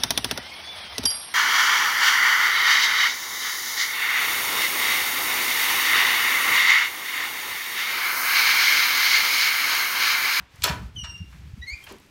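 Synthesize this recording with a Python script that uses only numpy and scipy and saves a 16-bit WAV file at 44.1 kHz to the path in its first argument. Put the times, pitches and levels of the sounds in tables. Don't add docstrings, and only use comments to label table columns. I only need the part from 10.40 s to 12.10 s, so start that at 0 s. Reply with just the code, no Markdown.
import sys
import numpy as np
from scipy import signal
from scipy.fft import rfft, irfft
from scipy.io import wavfile
from scipy.ndimage import uniform_filter1d

SR = 44100
rng = np.random.default_rng(int(sys.argv[2]) if len(sys.argv) > 2 else 0)


def invert_db(level):
    return 10 ** (np.asarray(level, dtype=float) / 20)


def dump_mix(stems):
    frames = np.atleast_2d(stems).T
    limited = np.clip(frames, -1, 1)
    pcm = np.round(limited * 32767).astype(np.int16)
    wavfile.write(sys.argv[1], SR, pcm)


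N = 74970
T = np.arange(N) / SR

# f/Hz, density/dB
HOUSE_SPECTRUM = [(30, 4.5), (80, -4.5), (250, -8), (500, -16), (1200, -17), (2400, -14), (5000, -24),
                  (15500, -51)]
# t/s, rms level/dB, rise/s, fall t60/s, centre f/Hz
SCUFFS = [(0, -53.5, 0.0043, 0.29, 1220), (.115, -60, 0.028, .3, 1500), (.26, -48, 0.05, 0.13, 9700),
          (0.348, -46.5, 0.032, 0.12, 310), (0.923, -53, 0.005, 0.14, 1420), (0.76, -68, 0.019, 0.12, 2100),
          (1.463, -45, 0.0071, 0.16, 1660), (1.488, -43.5, 0.0037, 0.13, 3060), (1.7, -47, .008, .15, 4200),
          (1.469, -44, 0.0022, .04, 1250), (0.43, -56.5, 0.036, 0.16, 610), (1.66, -60, .03, 0.28, 280),
          (1.485, -45, 0.025, 0.15, 700), (0.2203, -30.5, 0.0019, 0.023, 2950),
          (.231, -30.5, 0.00065, 0.094, 3600), (1.28, -51.5, 0.0094, 0.061, 11500),
          (1.437, -51, 0.0044, 0.072, 13000), (1.7, -48.5, 0.0024, 0.044, 6900),
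          (1.5, -49, 0.015, 0.3, 300)]
# t/s, peak level/dB, f/Hz, length/s
GRIP_BUMPS = [(0.018, -42.5, 63.5, 0.017), (0.147, -41, 102, 0.0031), (0.197, -36, 94, 0.0056),
              (0.23, -36, 65, 0.0099), (0.305, -23, 158.6, 0.006), (0.319, -28, 71, 0.012),
              (0.383, -40, 109, 0.015), (0.434, -36, 192, 0.0093), (.435, -36, 98, 0.018),
              (0.462, -30.5, 58.7, 0.017), (0.499, -37, 95, 0.0093), (0.633, -33, 148, 0.0028),
              (0.641, -31.5, 65.4, 0.014), (.695, -34.5, 81, 0.007), (.77, -49.5, 189, 0.0096),
              (.816, -33, 172.3, 0.0076), (.818, -30, 86, 0.013), (0.844, -44, 268, 0.0018),
              (0.914, -42, 60.6, 0.051), (.955, -40.5, 153, 0.0079), (0.999, -37.5, 72.4, 0.012),
              (1.052, -37, 72, 0.023), (1.078, -44, 144, 0.0091), (1.14, -26, 93, 0.0031),
              (1.18, -38, 208, 0.0048), (1.206, -32.5, 65.5, 0.014), (1.337, -29.5, 58.4, 0.0084)]
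# t/s, grip rumble level/dB, cloth rustle level/dB
MOTION = [(0, 5, 2), (.07, -19, -8), (.12, -44, -2), (.15, -6, 3.5), (.3, 11.5, 19.5), (.5, 6, 1.5),
          (.56, 2, 2), (.7, 1.5, 5), (.85, -1, 1.5), (.95, -4, 4.5), (1.1, 3, 0.5), (1.2, 3.5, 3),
          (1.28, -8, 5), (1.4, -13, 6.5), (1.5, -3, 10.5), (1.6, -8.5, 3.5), (1.7, -16, 2)]
# f/Hz, density/dB
RUSTLE_SPECTRUM = [(300, -10), (1000, 7), (3000, 6), (6000, 4), (10000, -3.5), (12500, -2), (15500, -9.5)]
# t/s, peak level/dB, length/s
TICKS = [(.158, -48, 0.0042), (0.193, -58, 0.0014), (.2407, -7, .0005), (0.554, -51.5, .003),
         (1.412, -62, .002), (1.44, -49, .002), (1.513, -52, .001), (1.522, -43, .002), (1.524, -44, .002),
         (1.566, -56, .003), (1.5845, -43, .0008), (1.598, -54, .002), (1.6, -53, 0.0022),
         (1.663, -55, .002)]
# t/s, peak level/dB
LATCH_STRIKES = [
    (0.2208, -39),
    (.2225, -41),
    (0.2379, -21.5),
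    (0.2409, -14),
]
# f/Hz, level/dB, t60/s
LATCH_MODES = [(4207, 2, 0.023), (3284, -5.5, .03), (3580, -5.5, .025), (2500, -8, 0.022),
               (7230, -4, 0.013), (12100, -5, 0.013)]
# t/s, peak level/dB, rattle length/s, bottom f/Hz, top f/Hz
BLOWS = [(0.237, -9, 0.0034, 1500, 13600), (.2407, -9.5, 0.00072, 1170, 15000),
         (0.2415, -13.5, 0.0092, 490, 8100), (0.2484, -21.5, 0.0031, 497, 9000),
         (0.2531, -31, 0.002, 400, 10000), (.2575, -17.5, 0.012, 400, 3000),
         (0.268, -25, 0.006, 600, 15000), (0.277, -17.5, 0.0035, 694, 6040),
         (0.2812, -20.5, .008, 685, 5930), (0.2903, -20, 0.003, 875, 7400),
         (0.296, -20.5, 0.0051, 248, 5000), (0.304, -21.5, 0.0098, 247, 2180),
         (0.318, -30, 0.0081, 497, 2500), (0.637, -33, 0.0024, 1200, 7500), (0.642, -30, 0.015, 900, 6100),
         (0.665, -32, 0.0063, 1120, 2220)]
# f/Hz, level/dB, t60/s
PANEL_MODES = [(649, -6, 0.049), (946, -5.5, 0.03), (1351, -1.5, 0.021), (1500, -4.5, 0.023),
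               (1854, -1, 0.013), (2395, 1, 0.0079), (3060, -2.5, 0.013), (3540, 0.5, 0.006),
               (4540, -1.5, 0.01), (5200, 4, 0.0032), (290, -5, 0.03), (430, -11, 0.023),
               (15000, 7, 0.0044)]
# t/s, slip rate f/Hz, level/dB, overtone strength/dB
SQUEAKS = [
    [(.559, 3270, -49, -22), (.566, 3056, -35.5, -18.5), (.58, 2996, -37, -10), (.598, 2916, -37.5, -1.5),
     (.612, 2902, -37, -10), (.628, 2829, -43, -1), (.64, 2800, -52, 3)],
    [(.64, 2810, -54, 3), (.654, 2803, -42, -4), (.668, 2802, -41, -10), (.684, 2804, -35, -9.5),
     (.715, 2806, -36, -8), (.735, 2797, -43, -5), (.755, 2792, -37, -9.5), (.768, 2783, -41, -8),
     (.778, 2810, -58, 1)],
    [(.778, 2802, -57, 4), (.808, 2782, -62, 5), (.826, 2784, -49, -13), (.845, 2778, -57, -5),
     (.866, 2796, -70, 0), (.91, 2790, -76, 2)],
    [(1.216, 1890, -58, 4), (1.227, 1940, -38, -7), (1.25, 1985, -38, -15), (1.258, 2010, -70, -6)],
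    [(1.264, 2296, -52, -3), (1.273, 2130, -39.5, -4.5), (1.285, 2108, -33, -7), (1.294, 2117, -35.5, -16),
     (1.304, 2120, -50, -12)],
    [(1.29, 2120, -53, -3), (1.3, 2190, -34, -2), (1.312, 2275, -36.5, -9), (1.326, 2336, -44, -2),
     (1.339, 2420, -32.5, -14.5), (1.349, 2500, -41.5, -20), (1.357, 2500, -63, -16)],
    [(1.428, 3150, -62, -30), (1.436, 3190, -56, -34), (1.441, 3200, -41, -27), (1.448, 3200, -52, -30),
     (1.462, 3170, -62, -32)],
]
# third partial/dB, fourth partial/dB
OVERTONES_DB = [(-17.5, -31), (-15, -36), (-17, -42), (-17, -45), (-12, -15), (-10.5, -38), (-20, -22)]
# f/Hz, t60/s
HALL_DECAY = [(250, 0.58), (600, 0.23), (1200, 0.41), (2400, 0.32), (4800, 0.23), (9600, 0.16),
              (14000, 0.17)]

HOUSE_DB, HOUSE_SWAY_DB, HOUSE_FOLLOWS = -56, 1.0, 0.2
CLICKS_PER_S, UNEVEN_DB = 9000, 2.5
RUMBLE_DB, RUMBLE_HZ, GRIP_DB = -51, 88.6, 3.5
RUSTLE_DB, PATCHY_DB = -65, 1.3
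CRACK_DB = 13
SLIP_WOBBLE, FLUTTER_DB, TREMBLE_DB = 0.0035, 2.2, 1.8
HALL_DB, SQUEAK_HALL_DB, FIRST_WALL_S = -7, -7.5, 0.0036
LOW_CUT_HZ, TOP_HZ = 30, 15700


def unit(x):
    return x / np.sqrt(np.mean(x ** 2))


def bandpass(x, order, edges_hz):
    return signal.sosfilt(signal.butter(order, edges_hz, "band", fs=SR, output="sos"), x)


def band(x, hz, octaves):
    edges_hz = np.clip([hz * 2 ** (-octaves / 2), hz * 2 ** (octaves / 2)], 10, 0.49 * SR)
    return bandpass(x, 2, edges_hz)


def curve(rows, column=1):
    rows = np.array(rows)
    return np.interp(T, rows[:, 0], rows[:, column])


def walk(rate_hz):
    hold = int(SR / rate_hz)
    steps = np.repeat(rng.standard_normal(N // hold + 1), hold)
    smooth = uniform_filter1d(uniform_filter1d(steps, hold), hold)
    return unit(smooth[:N])


def fade(start_s, length_s):
    return (T >= start_s) * np.exp(-np.maximum(T - start_s, 0) / length_s)


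def coloured(spectrum):
    points = np.array(spectrum)
    hz = np.arange(N // 2 + 1) * SR / N + 1
    gain_db = np.interp(np.log(hz), np.log(points[:, 0]), points[:, 1])
    return unit(irfft(rfft(rng.standard_normal(N)) * invert_db(gain_db), N))


def clicks():
    chance, sign, size = rng.random((3, N))
    level_db = -UNEVEN_DB * np.log(size + 0.02)
    return unit((chance < CLICKS_PER_S / SR) * np.sign(sign - 0.5) * invert_db(level_db))


def rings(modes):
    t = T[:SR // 8]
    return sum((-1) ** k * invert_db(db - 60 * t / t60) * np.sin(2 * np.pi * hz * t)
               for k, (hz, db, t60) in enumerate(modes))


def house_noise():
    level_db = HOUSE_DB + HOUSE_SWAY_DB * walk(7.4) + HOUSE_FOLLOWS * curve(MOTION, column=2)
    return invert_db(level_db) * coloured(HOUSE_SPECTRUM)


def scuffs():
    out = np.zeros(N)
    for s, db, rise_s, t60, hz in SCUFFS:
        swell = np.clip((T - s) / rise_s, 0, 1)
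        fall = invert_db(-60 * np.maximum(T - s - rise_s, 0) / t60)
        out += invert_db(db + 2.0 * walk(89.9)) * swell * fall * unit(band(clicks(), hz, 1.68))
    return out


def handling():
    bumps = np.zeros(N)
    for s, db, hz, length_s in GRIP_BUMPS:
        swing = np.cos(2 * np.pi * (hz * (T - s) + rng.random()))
        bumps += invert_db(db) * np.exp(-0.5 * ((T - s) / length_s) ** 2) * swing
    low = band(band(rng.standard_normal(N), RUMBLE_HZ, 1.18), RUMBLE_HZ, 4.8)
    rumble = invert_db(RUMBLE_DB + curve(MOTION) + GRIP_DB * walk(25.21)) * unit(low)
    rustle_db = RUSTLE_DB + curve(MOTION, column=2) + PATCHY_DB * walk(39.37)
    return bumps + rumble + invert_db(rustle_db) * coloured(RUSTLE_SPECTRUM)


def ticks():
    bursts = sum(invert_db(db) * fade(s, length_s) for s, db, length_s in TICKS)
    return band(bursts * rng.standard_normal(N), 7100, 2.0)


def latch():
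    taps = np.zeros(N)
    for s, db in LATCH_STRIKES:
        taps[int(s * SR)] = invert_db(db)
    return signal.fftconvolve(taps, rings(LATCH_MODES))[:N]


def blows():
    push, grit = np.zeros(N), clicks()
    for s, db, length_s, low_hz, top_hz in BLOWS:
        rattle = fade(s, length_s) * grit
        push += invert_db(db) * bandpass(rattle, 3, [low_hz, min(top_hz, 0.45 * SR)])
    panel = signal.fftconvolve(push, rings(PANEL_MODES))[:N]
    crack = invert_db(CRACK_DB) * band(push, 4700, 6.5)
    return 0.051 * panel + 0.11 * crack


def hinge():
    out = np.zeros(N)
    for rows, upper_db in zip(SQUEAKS, OVERTONES_DB):
        slip_hz = curve(rows) * (1 + SLIP_WOBBLE * walk(300))
        phase = 2 * np.pi * np.cumsum(slip_hz) / SR
        upper = sum(invert_db(db + FLUTTER_DB * walk(120)) * np.sin(partial * phase)
                    for partial, db in enumerate((0,) + upper_db, start=2))
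        tone = invert_db(TREMBLE_DB * walk(90)) * np.sin(phase) + invert_db(curve(rows, column=3)) * upper
        slipping = (T > rows[0][0]) * (T < rows[-1][0])
        out += np.sqrt(2) * invert_db(curve(rows, column=2)) * slipping * tone
    return out


def hall(x):
    t = T[:SR // 2]
    tail = sum(band(rng.standard_normal(len(t)), hz, 1.16) * invert_db(-60 * t / t60) for hz, t60 in HALL_DECAY)
    tail = tail * (t > FIRST_WALL_S)
    return signal.fftconvolve(x, tail / np.sqrt(np.sum(tail ** 2)))[:N]


def scene():
    hits = scuffs() + latch() + blows()
    squeak = hinge()
    wet = hall(invert_db(HALL_DB) * hits + invert_db(SQUEAK_HALL_DB) * squeak)
    mix = house_noise() + hits + handling() + ticks() + 0.82 * squeak + wet
    return mix[None]


def band_limit(x):
    return signal.sosfilt(signal.butter(12, 15940, fs=SR, output="sos"), x)


def record(dry):
    low_pass = signal.ellip(8, 0.2, 70, TOP_HZ, fs=SR, output="sos")
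    high_pass = signal.butter(2, LOW_CUT_HZ, "high", fs=SR, output="sos")
    mix = signal.sosfiltfilt(high_pass, signal.sosfilt(low_pass, dry))
    return band_limit(mix)


dry = scene()
out = record(dry)
dump_mix(out)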